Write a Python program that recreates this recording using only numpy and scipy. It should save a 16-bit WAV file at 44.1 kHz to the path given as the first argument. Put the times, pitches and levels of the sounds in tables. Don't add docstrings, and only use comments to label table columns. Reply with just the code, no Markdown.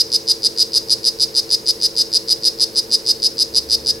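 import sys
import numpy as np
from scipy import signal
from scipy.fft import rfft, irfft
from scipy.io import wavfile

SR = 44100
rng = np.random.default_rng(int(sys.argv[2]) if len(sys.argv) > 2 else 0)


def persist_wave(psi):
    counts = np.round(np.clip(psi, -1, 1) * 32767).astype(np.int16)
    wavfile.write(sys.argv[1], SR, np.atleast_2d(counts).T)


N = 176400
T = np.arange(N) / SR


def undb(db):
    return 10 ** (np.asarray(db) / 20)


def unit_rms(x):
    return x / np.sqrt(np.mean(x ** 2))


def stereo(mid, side):
    return np.array([mid + side, mid - side])


def impulse_response(spectrum, size=8192):
    hz, db = np.array(sorted(spectrum), float).T
    bins_hz = np.maximum(np.arange(size // 2 + 1) * SR / size, 1)
    cepstrum = irfft(np.log(undb(np.interp(np.log(bins_hz), np.log(hz), db))))
    cepstrum[1:size // 2] *= 2
    cepstrum[size // 2 + 1:] = 0
    return irfft(np.exp(rfft(cepstrum)))


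def colour(x, spectrum):
    return signal.oaconvolve(x, impulse_response(spectrum))[:N]


def superpose(shape, times, db, pitch, size=512, oversample=8):
    at = np.ceil(times * SR).astype(int)[:, None] + np.arange(size)
    age = (at - times[:, None] * SR) * pitch[:, None]
    fine = signal.resample_poly(shape[:size], oversample, 1)
    waves = undb(db)[:, None] * np.interp(age * oversample, np.arange(len(fine)), fine, right=0)
    inside = (at >= 0) & (at < N)
    return np.bincount(at[inside], waves[inside], N)


def noise_bursts(spectrum, times, db, burst_ms=3.2):
    gate = np.exp(-(T[:1024] * 1000 / burst_ms) ** 4)
    envelope = superpose(gate, times, db, pitch=np.ones(len(times)))
    return envelope * unit_rms(colour(rng.standard_normal(N), spectrum))


# a chirp's first full pulse in seconds, length in ms, opening pulse gap in ms,
# time of quickening in ms, fast pulse gap in ms, relative level in dB, lead of its soft tick in ms.
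CHIRPS = [(-0.0345, 54.2, 6.4, 12.9, 4.4, 0.0, 10.0), (0.1185, 47, 8.51, 17.5, 4.3, -1.4, 16),
          (0.2779, 44.8, 7.7, 8.5, 4.26, 0.5, 7.3), (0.432, 41, 8, 14.8, 4.57, 0.7, 10.6),
          (0.5754, 54.3, 8.95, 18, 3.93, -1, 12), (0.7331, 49.5, 8, 19.2, 4.1, -0.5, 13),
          (0.8961, 41.8, 8.1, 8.7, 4.2, 0.7, 10.8), (1.0429, 48, 8.2, 15.5, 4.2, -0.2, 10.6),
          (1.1982, 45.6, 6.8, 15.2, 4.3, -0.3, 10.3), (1.3506, 48.8, 7.5, 16.3, 4.05, -0.7, 7.8),
          (1.504, 48.6, 8.5, 16.2, 4.6, -0.1, 11.6), (1.665, 46.4, 8.4, 15.5, 4.2, -0.3, 6.4),
          (1.8139, 53, 9.1, 17.0, 4.35, -1, 12), (1.9651, 56.7, 8.36, 17.2, 4.9, -1, 11),
          (2.1287, 46.7, 7.9, 13.3, 4.9, 0.2, 11), (2.2842, 47.3, 8.5, 17, 3.45, -0.7, 7.8),
          (2.4342, 51.3, 8.6, 14.3, 4.17, -0.9, 10), (2.5975, 45.8, 7.87, 9, 4.35, 0.1, 10.2),
          (2.7583, 40.6, 6.6, 11.42, 4.06, -0.4, 8.4), (2.9145, 42.3, 7.54, 8.9, 4.25, 0.8, 9.2),
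          (3.0638, 53.3, 7.9, 20.55, 4.4, -0.3, 10.0), (3.221, 51.4, 8.5, 17.6, 4.3, -1.1, 21),
          (3.3817, 49.3, 8.35, 15.8, 4.2, -1, 11), (3.5466, 42, 8.3, 11.4, 3.9, 0.5, 7.6),
          (3.6987, 55, 8.69, 17.33, 4.36, -1, 9.5), (3.861, 49.4, 8.1, 21, 4.7, -1, 12)]
MID_CHIRP_MS = 25

def pulse_train(count=16):
    swell_ms, quicken_ms, squeeze_per_ms = 8.8, 2.0, .012
    release_db_per_ms, release_lead_ms = 2, 3.33
    spread_db, jitter_ms = 0.65, 0.056
    pulses = []
    for start, length, slow_gap, knee, fast_gap, db, lead in CHIRPS:
        tick = start - lead / 1000
        pulses += [(tick, -lead, db - 16), (tick - .01, -lead, db - 26)]
        ms = 0.
        for late, loud in rng.standard_normal((count, 2)):
            onset_db = -6.5 * np.exp(-ms / swell_ms)
            release_db = release_db_per_ms * max(ms - length + release_lead_ms, 0)
            pulses.append((start + ms / 1000, ms, db + onset_db - release_db + spread_db * loud))
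            run_gap = fast_gap * (1 - squeeze_per_ms * (min(ms, length) - MID_CHIRP_MS))
            gap = run_gap + (slow_gap - run_gap) / (1 + np.exp((ms - knee) / quicken_ms))
            ms += gap + jitter_ms * late
    return np.array(pulses).T


# frequency in Hz, relative level in dB.
RING_SPECTRUM = [(1200, -47.5), (2300, -45), (2600, -45), (3000, -33.5), (3250, -38), (3700, -20),
                 (4120, -19), (4390, -8.5), (4590, -18), (4810, -3), (4965, 1), (5090, -3.5), (5270, -27),
                 (5550, -20), (5870, -15), (6170, -27.5), (6350, -24), (6650, -32.5), (7200, -35),
                 (7870, -25), (8350, -35.5), (8700, -29), (9500, -35.5), (10300, -31), (12000, -60),
                 (16000, -75)]

def vocal_sac(times, ms, db, wobble, gain_db=30, rise_per_ms=0.00023, pad=8):
    ring = np.pad(impulse_response(RING_SPECTRUM), (pad, 0))
    pitch = 1 + rise_per_ms * (ms - MID_CHIRP_MS) + 0.0049 * wobble
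    return superpose(ring, times - pad / SR, gain_db + db, pitch)


# frequency in Hz, relative level in dB.
OVERTONE_SPECTRUM = [(7000, -29.5), (9200, -16), (9720, -3), (9970, -15.5), (10400, 9), (10700, -4.5),
                     (11050, -9.5), (11480, -6), (12000, -25), (13000, -42), (16000, -54)]

def overtone(times, ms, db, wobble, gain_db=9.5, rise_per_ms=0.00062, lag_s=.0014, open_ms=7.3):
    ring = np.pad(impulse_response(OVERTONE_SPECTRUM), (8, 0))
    closed_db = -10.5 * np.exp(-np.maximum(ms, 0) / open_ms)
    pitch = 1 + rise_per_ms * (ms - MID_CHIRP_MS) + 0.0097 * wobble
    return superpose(ring, times + lag_s, gain_db + db + closed_db, pitch)


# frequency in Hz, relative level in dB.
BUZZ_SPECTRUM = [(3000, -32), (5500, -2), (6600, 2), (7200, -3), (7850, 0), (9000, 0), (9900, 2),
                 (10500, -6), (11500, -12), (12100, -22), (16000, -33)]

def fold_buzz(times, db, gain_db=-29.5):
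    return noise_bursts(BUZZ_SPECTRUM, times, gain_db + db)


# frequency in Hz, relative level in dB.
RASP_SPECTRUM = [(1500, -14), (2600, -5), (4000, -0.5), (6000, 2.5), (9000, -4), (11500, 11),
                 (13000, -5), (15000, -4), (16000, -25)]

def rasp(times, ms, db, gain_db=-37.5, growth_db_per_ms=0.475):
    growth_db = growth_db_per_ms * (np.minimum(ms, 43) - MID_CHIRP_MS)
    return noise_bursts(RASP_SPECTRUM, times, gain_db + db + growth_db)


def frog(dulling_db_per_ms=0.63):
    times, ms, db = pulse_train()
    sac_wobble, overtone_wobble = rng.standard_normal((len(ms), 2)).T
    bright_db = 1.56 * np.minimum(db, 0) - dulling_db_per_ms * np.maximum(ms - MID_CHIRP_MS, 0)
    tonal = vocal_sac(times, ms, db, sac_wobble) + overtone(times, ms, bright_db, overtone_wobble)
    return tonal + fold_buzz(times, bright_db) + rasp(times, ms, db)


# frequency in Hz, gain in dB.
SCATTER_SPECTRUM = [(2500, -1.5), (3700, 6.5), (4350, 0.5), (4600, 6.5), (4950, -1), (5100, 0), (5300, 20),
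                    (5550, 7.5), (5870, 1.5), (6600, 9.5), (7900, 3), (9500, 5.5), (10400, -2), (12000, -4),
                    (16000, -4)]
# a diffuse tail's delay in seconds, 60 dB decay time in seconds, gain in dB, width 0 to 1.
REFLECTIONS = [(.0035, .05, -20, 0.92), (0.015, 0.384, -18.5, 0.53)]
# a mode's frequency in Hz, 60 dB decay time in seconds, gain at its centre in dB.
MODES = [(3940, 1, -11), (4390, .8, -8), (5360, 0.58, -20), (5230, .8, -10), (5200, .8, -18),
         (5909, 0.46, -2.5), (6600, 0.39, -1)]

def surroundings(call):
    t = T[:SR]
    response = np.zeros((2, SR))
    for delay, t60, db, width in REFLECTIONS:
        tail = rng.standard_normal((2, SR)) * (t > delay) * np.exp(-np.log(1000) * t / t60)
        mid, side = undb(db) * tail / np.sqrt(np.sum(tail ** 2, axis=1, keepdims=True))
        response += stereo(mid, width * side)
    for hz, t60, db in MODES:
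        damping = np.log(1000) / t60
        phase = 2 * np.pi * hz * t + 0.28 * rng.standard_normal((2, 1))
        response += undb(db) * 2 * damping / SR * np.exp(-damping * t) * np.sin(phase)
    scattered = colour(call, SCATTER_SPECTRUM)
    return signal.fftconvolve(scattered[None], response, axes=1)[:, :N]


# frequency in Hz, relative spectral density in dB.
NOISE_SPECTRUM = [(20, -9.5), (35, -6), (70, -4), (130, -4), (250, -1), (400, -4), (560, -3.5),
                  (750, -10.5), (950, -9), (1200, -15.5), (2500, -16.5), (7000, -20), (12000, -17),
                  (16000, -22.5)]
# frequency in Hz, level of side against mid in dB.
NOISE_WIDTH = [(30, -21), (70, -17), (160, -9), (500, -4), (900, 1), (1500, 3.5), (3000, -0.5), (8000, -21),
               (15000, -58)]

def rumble_and_hiss(level_db=-41.5):
    mid, side = (unit_rms(colour(rng.standard_normal(N), NOISE_SPECTRUM)) for _ in range(2))
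    return undb(level_db) * stereo(mid, colour(side, NOISE_WIDTH))


def drift(rate_hz):
    knots = rng.standard_normal(int(rate_hz * T[-1]) + 3)
    return 0.73 * np.interp(T * rate_hz + rng.random(), np.arange(len(knots)), knots)


def wavering_tone(hz, db, waver_db, width):
    phase = 2 * np.pi * (hz * T + rng.random())
    amplitude = np.sqrt(2) * undb(db) * (1 + (undb(waver_db) - 1) * drift(rate_hz=4.2))
    return amplitude * stereo(np.sin(phase), width * rng.choice([-1, 1]) * np.cos(phase))


# a hum partial's frequency in Hz, rms level in dB.
HUM_PARTIALS = [(50, -62), (100, -60), (125.2, -54), (200, -60), (225.5, -56), (325.3, -56.5), (334.5, -44),
                (350.2, -57), (386, -50.5), (425.5, -56), (434.5, -45.5), (450.3, -45), (460.3, -44.5),
                (475.3, -55), (486, -53), (534.7, -47), (625.5, -62)]

def machine_hum():
    return sum(wavering_tone(hz, db, waver_db=.7, width=0.11) for hz, db in HUM_PARTIALS)


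# a drone's frequency in Hz, rms level at its peak in dB, peak time and spread in seconds.
DRONE_TONES = [(71.3, -44.5, 3.73, 0.24), (128, -53.5, 1.05, 0.37), (145.3, -49, 3.93, .17),
               (230, -52, 3.08, 0.38), (234, -46, 3.86, 0.14), (297, -51, 3.63, .3), (1690, -57, 3.97, .1)]

def distant_drone():
    return sum(np.exp(-((T - peak) / spread) ** 2) * wavering_tone(hz, db, waver_db=1.5, width=0.092)
               for hz, db, peak, spread in DRONE_TONES)


def scene():
    call = frog()
    return call + surroundings(call) + rumble_and_hiss() + distant_drone() + machine_hum()


def record(dry):
    return signal.sosfilt(signal.ellip(10, .1, 80, 15900, fs=SR, output="sos"), dry)


dry = scene()
out = record(dry)
persist_wave(out)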